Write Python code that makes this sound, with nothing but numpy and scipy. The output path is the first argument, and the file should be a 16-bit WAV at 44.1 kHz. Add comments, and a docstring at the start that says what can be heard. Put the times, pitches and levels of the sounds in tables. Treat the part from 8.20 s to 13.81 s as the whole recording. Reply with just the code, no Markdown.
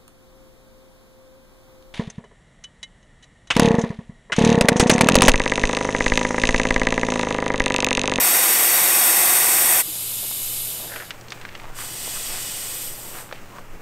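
"""Air is let out of an off-road tyre through a deflator on the valve stem, close by on a dirt trail.
A full blast, a turbulent jet ringing fitting, hand and wheel, opens the scene; a far engine hums in under it.
The blast shuts off at 1.6 s with a soft knock, leaving a thin leak that is pinched off by 2.9 s.
Shoes shift on gravel, stones click and a light breeze starts to nudge the microphone.
From 3.5 to 5.2 s air bleeds out again as the fitting is worked, turning brighter before it fades."""
import sys
import numpy as np
from scipy import signal
from scipy.fft import rfft, irfft
from scipy.io import wavfile
from scipy.ndimage import map_coordinates

SR = 44100
rng = np.random.default_rng(int(sys.argv[2]) if len(sys.argv) > 2 else 0)


def transcribe(u):
    """Save the signal u as a 16-bit wav file named by the first command-line argument.

    u: samples, shape (n,) or (channels, n), limited to [-1, 1]; the rate is SR.
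    q: integer samples, one column per channel.
    """
    v = np.clip(np.atleast_2d(u).T, -1, 1)
    q = np.round(v * 32767).astype(np.int16)
    wavfile.write(sys.argv[1], SR, q)


N = 247621
TIME = np.arange(N) / SR
FREQ = np.maximum(np.arange(N // 2 + 1) * SR / N, 1)
BLAST_SHUTS_S = 1.627


def blast():
    """The valve wide open: a steady jet that gathers into its shrill core as the valve begins to close."""
    # broad noise of the full jet: f/Hz, level/dB
    jet = [(90, -38), (160, -28), (210, -17), (270, -20), (370, -22), (600, -15), (2400, -10), (4200, -25),
           (7000, -18), (11000, -11), (13400, -7.5), (14700, -17), (15700, -16)]
    # resonances of fitting, cupped hand and wheel: f/Hz, half-width/Hz, level/dB
    modes = [(340, 40, -12), (510, 90, -12), (760, 80, -7), (970, 70, -10), (1150, 40, -12),
             (1970, 130, -8), (2530, 120, -13), (2820, 50, -15), (3360, 80, -11), (3700, 180, -11),
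             (4580, 360, -13), (5340, 110, -10), (5670, 130, -8), (6460, 410, -11), (6890, 50, -13),
             (7200, 110, -10), (7710, 230, -6), (8070, 50, -4), (8240, 230, -3), (8790, 120, 0),
             (8930, 50, 0), (9250, 100, -6), (9700, 210, -6), (10090, 180, -9), (10480, 40, -12),
             (12190, 470, -6), (13040, 270, -4), (13740, 100, -7), (14360, 120, -12)]
    narrowing_db = 3.5 * np.exp(np.minimum(TIME - BLAST_SHUTS_S, 0) / .4)
    return hiss(-20.5 + narrowing_db / 2, jet, modes, opens_s=-1, shuts_s=BLAST_SHUTS_S, ramp_s=.019,
                rush_db=-1.72 - narrowing_db, sizzle_db=1.6 - narrowing_db / 2, flutter_db=.42)


def leak():
    """A thin leak starts a little weak and settles, then grows fainter and duller as it is pinched off."""
    # broad noise of the thin jet: f/Hz, level/dB
    jet = [(150, -34), (600, -44), (1600, -27), (2600, -11), (3600, -8.5), (6000, -12.5), (8000, -10),
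           (11500, -19.5), (13000, -10), (15700, -18)]
    # cavity resonances round the leak: f/Hz, half-width/Hz, level/dB
    modes = [(2180, 60, -13), (2980, 50, -6), (3730, 300, -9), (4590, 50, -11), (4900, 80, -8),
             (5250, 100, -12), (6640, 220, -10), (7220, 190, -6), (8090, 110, -2), (8520, 140, -4),
             (8930, 160, -4), (9240, 120, -3), (9830, 120, -2), (10460, 420, -5), (12090, 690, 0),
             (13500, 90, -9), (14420, 90, -13)]
    pinch_s, dulling = 2.41, .34  # dulling: share of the fade that the rush is spared
    settling_db = -2 * np.exp(-np.maximum(TIME - BLAST_SHUTS_S, 0) / .19)
    pinch_db = -18.5 * (np.maximum(TIME - pinch_s, 0) / .48) ** 1.48
    return hiss(-32 + settling_db + pinch_db, jet, modes, opens_s=1.6, shuts_s=2.925, ramp_s=.033,
                rush_db=-4 - dulling * pinch_db, sizzle_db=1.8, flutter_db=.33)


def bleed():
    """Air bleeds past the stem; as the hand lifts, rush gives way to sizzle."""
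    # broad noise of the bleeding jet: f/Hz, level/dB
    jet = [(150, -14.5), (400, -15), (1400, -18), (2600, -13), (4200, -11), (7500, -11.5), (11000, -15),
           (13500, -17), (15700, -18)]
    # cavity resonances round the stem: f/Hz, half-width/Hz, level/dB
    modes = [(1970, 160, -11), (2550, 50, -9), (2950, 110, -6), (3390, 260, -10), (4630, 50, -8),
             (4900, 100, -7), (5560, 120, -9), (6020, 90, -9), (6850, 80, -9), (7260, 140, -5),
             (7810, 160, -4), (8130, 110, -2), (8500, 180, 0), (8820, 90, -3), (9720, 770, -12),
             (10210, 120, -12), (12060, 350, -9), (12670, 550, -8), (13510, 510, -12), (14210, 290, -12)]
    # swell and fade of the flow as the fitting is worked: t/s, level/dB
    flow = [(3.54, -47), (3.6, -36), (3.73, -36.5), (3.87, -33), (4.2, -33), (4.66, -34), (4.74, -40.3),
            (5.01, -42), (5.11, -61)]
    flow_db = np.interp(TIME, *np.transpose(flow))
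    uncovered = np.clip(.5 + (TIME - 4.5) / .3, 0, 1)  # the hand lifts over 0.3 s
    return hiss(flow_db, jet, modes, opens_s=3.53, shuts_s=5.2, ramp_s=.036,
                rush_db=-1.96 - 2 * uncovered, sizzle_db=-3.5 + 3.3 * uncovered, flutter_db=.34)


def hiss(level_db, jet, modes, opens_s, shuts_s, ramp_s, rush_db, sizzle_db, flutter_db):
    """A turbulent jet rings the cavities round it: low rush, shrill core and top sizzle ride on level_db."""
    power = colour(jet) ** 2
    for hz, half_width, db in modes:
        power += (undb(db) / (1 + ((FREQ - hz) / half_width) ** 2)) ** 2
    air = reflect(shape(rng.standard_normal(N), np.sqrt(power)))
    under_core, under_sizzle = (1 / (1 + (FREQ / hz) ** 20) for hz in (7000, 10500))
    bands = [(under_core, rush_db), (under_sizzle - under_core, -.6), (1 - under_sizzle, sizzle_db)]
    air = sum(unit(shape(air, band)) * undb(db) for band, db in bands)
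    valve = np.clip(np.minimum(TIME - opens_s, shuts_s - TIME) / ramp_s, 0, 1)
    return air * valve * undb(level_db + flutter_db * walk(55))


def reflect(air):
    """As the hand moves, the resonances drift a little and so do the paths from nearby surfaces."""
    # early reflections off ground, body and bodywork: lag/s, gain
    echoes = [(.0027, .1), (.0058, .13), (.0113, .16)]
    drift_samples = np.cumsum(.0012 * walk(1))
    air = map_coordinates(air, [np.arange(N) + drift_samples], order=5, mode="mirror")
    sway_s = .00003 * walk(1)
    return air + sum(gain * np.interp(TIME - lag - sway_s, TIME, air) for lag, gain in echoes)


def knock(at_s, hz, t60, db):
    """A soft hollow knock just after the shut-off: one damped tone with a rounded attack."""
    t = np.maximum(TIME - at_s, 0)
    attack = 1 - np.exp(-t / .008)
    return undb(db) * np.sin(2 * np.pi * hz * t) * attack * np.exp(-np.log(1000) * t / t60)


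def stones():
    """Each snap is one sharp push, followed by a brief chatter of the stones around it."""
    # stones snapping against each other: t/s, crack peak/dB, f/Hz, Q
    snaps = [(2.113, -26, 620, 1.4), (2.761, -18, 1500, 1.6), (2.8236, -26, 1590, 2),
             (2.9067, -14, 2450, 1), (3.0113, -31, 5530, 2), (3.084, -27, 3600, .9),
             (3.1044, -23.5, 4700, 2.1), (3.1212, -14.5, 2360, 0.65), (3.214, -26, 2800, 1),
             (3.2515, -19, 1520, 2.2), (3.29, -24, 1860, 1.4), (3.352, -20, 1950, 1.2),
             (3.3986, -26, 1900, 1.2), (3.4436, -28, 1000, 1.4), (3.588, -22.5, 1270, 2.5),
             (3.878, -26, 700, .8), (4.986, -26, 1500, 1.1), (5.0914, -31, 1400, 1.4),
             (5.113, -26, 1320, 3.1), (5.126, -21, 2200, 1.2), (5.1257, -20.5, 640, 1.4),
             (5.3848, -25.5, 1170, 7)]
    out, t = np.zeros(2 * N), TIME[:SR // 8]
    for s, db, hz, q in snaps:
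        t60 = .031 * np.exp(.04 * (db + 22))  # harder snaps stir their neighbours for longer
        crack = resonate(signal.unit_impulse(len(t)), hz, q)
        chatter = resonate(rng.standard_normal(len(t)) * np.exp(-np.log(1000) * t / t60), hz, q)
        dust = signal.butter(2, min(hz + 2600, SR / 3), fs=SR, output="sos")  # dust takes the edge off
        crack, chatter = (part / np.abs(part).max() for part in signal.sosfilt(dust, [crack, chatter]))
        start = int(s * SR)
        out[start:start + len(t)] += undb(db) * (crack + .51 * np.roll(chatter, SR // 2000))
    return out[:N]


def scuffs():
    """Soles crush dense small grains, each press a swell of crunch."""
    # shoes grinding on the dirt: middle t/s, length/s, level/dB, f/Hz, Q
    presses = [(2.038, 0.041, -43, 714, 1.3), (2.614, .14, -43, 520, 0.81), (2.77, .15, -40.5, 603, 1),
               (2.717, 0.08, -41, 1550, 3.3), (2.796, 0.11, -36.5, 1540, 1.6),
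               (3.27, 0.4, -48.5, 1800, 0.79), (3.463, 0.15, -43, 860, .86), (3.63, 0.13, -41, 1230, 0.69),
               (3.871, .025, -40, 550, .7), (3.964, .036, -40, 1240, 1.6), (4.15, 0.16, -38.5, 1200, 0.35),
               (4.85, 0.53, -49.5, 520, .73), (4.974, 0.1, -40.5, 990, 0.53),
               (5.155, 0.076, -46.5, 2200, 1), (5.362, .07, -45, 1106, 1.8)]
    crunch, out = grains(per_s=1600, spread_db=1.5), np.zeros(N)
    for s, length, db, hz, q in presses:
        press = swell(s, length)
        scuff = resonate(resonate(crunch, hz, q), hz, q) * press
        rms_under_press = np.sqrt(np.sum(scuff ** 2) / np.sum(press ** 2))
        out += undb(db) * scuff / rms_under_press
    return out


def grit(db):
    """Loose grit trickles while the weight shifts."""
    # tone of the trickle: f/Hz, level/dB
    spectrum = [(150, -24), (450, 7), (1800, 2), (5500, -7.5), (8500, -4), (10500, -18), (13500, -8),
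                (15500, -12)]
    shifting = np.interp(TIME, [2.6, 2.9, 5.38, 5.43], [0, 1, 1, 0])
    trickle = shape(grains(per_s=3000, spread_db=1.5), colour(spectrum))
    return undb(db + 2 * walk(4.7)) * shifting * unit(trickle)


def engine(firing_db, rumble_db):
    """A distant engine creeps up in speed and slowly recedes: a firing tone over low exhaust rumble."""
    starts_s, nearest_s, from_hz, to_hz = .88, 2.1, 105, 119.5
    running_s = np.maximum(TIME - starts_s, 0)
    hz = to_hz + (from_hz - to_hz) * np.exp(-running_s / .7)
    past_s = TIME - nearest_s
    distance_db = np.minimum(5.5 * past_s, -1.14 * past_s)
    phase = 2 * np.pi * np.cumsum(hz * (1 + .007 * walk(10))) / SR
    firing = np.sqrt(2) * np.sin(phase) * undb(firing_db + distance_db + walk(4.9))
    rumble = unit(resonate(resonate(rng.standard_normal(N), 77, 4), 77, 4)) * undb(rumble_db)
    return (firing + rumble) * np.minimum(running_s / .1, 1)


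def outdoors(db):
    """A soft bed of open-air noise with a faint flutter."""
    # tone of the open air: f/Hz, level/dB
    spectrum = [(30, -1), (60, -9), (110, -0.5), (160, 2), (240, -1), (380, -0.5), (600, -2.5),
                (1200, -5.5), (2800, -11.5), (3700, -21), (7500, -19.5), (10500, -26), (13500, -22),
                (15500, -25)]
    return unit(shape(rng.standard_normal(N), colour(spectrum))) * undb(db + .65 * walk(30))


def wind():
    """A light breeze gets up out of calm air and buffets the microphone, mostly below hearing."""
    # gusts on top of the breeze: t/s, level/dB
    gusts = [(2.37, -49), (3.5, -38), (4.0, -35.5), (5.53, -31.5)]
    # tone of the buffeting: f/Hz, level/dB
    spectrum = [(2, -23), (7, -3), (13, -1), (23, -20), (50, -32), (200, -65), (2000, -120)]
    buffets = unit(shape(rng.standard_normal(N), colour(spectrum)))
    breeze = undb(np.interp(TIME, [1.5, 3], [-56, -41]))
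    return buffets * (breeze + sum(undb(db) * swell(s, length_s=.21) for s, db in gusts))


def undb(db):
    """Decibels to gain."""
    return 10 ** (np.asarray(db) / 20)


def unit(x):
    """Scale to rms 1."""
    return x / np.sqrt(np.mean(x ** 2) + 1e-18)


def colour(points):
    """An EQ curve, as gain per frequency, through points of f/Hz, level/dB."""
    hz, db = np.transpose(points)
    return undb(np.interp(np.log(FREQ), np.log(hz), db))


def shape(x, gain):
    """Filter by a gain per frequency."""
    return irfft(rfft(x) * gain, N)


def resonate(x, hz, q):
    """Two-pole resonance."""
    hz = min(hz, .4 * SR)
    return signal.lfilter(*signal.iirpeak(hz, max(q, 3 * hz / SR), fs=SR), x)


def swell(middle_s, length_s):
    """A bell-shaped envelope."""
    return np.exp(-(2 * (TIME - middle_s) / length_s) ** 2)


def walk(hz):
    """Smooth random modulation up to about hz, rms 1."""
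    return unit(shape(rng.standard_normal(N), 1 / (1 + (FREQ / hz) ** 4)))


def grains(per_s, spread_db):
    """Random impulses, most small and a few large."""
    impulses = (rng.random(N) < per_s / SR) * rng.standard_normal(N)
    return impulses * undb(spread_db * np.minimum(rng.exponential(size=N), 4))


def scene():
    """Deflator, footwork and background reach the microphone as one centred sound."""
    deflator = blast() + leak() + bleed() + knock(at_s=1.675, hz=312, t60=.13, db=-31)
    footwork = stones() + scuffs() + grit(db=-51.5)
    background = engine(firing_db=-50, rumble_db=-59) + outdoors(db=-45) + wind()
    mono = deflator + footwork + background
    return np.array([mono, mono])


def record(dry):
    """A steep low-pass cuts the very top of the hiss."""
    top_hz = 15650
    return signal.sosfilt(signal.ellip(12, .1, 80, top_hz, fs=SR, output="sos"), dry)


dry = scene()
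out = record(dry)
transcribe(out)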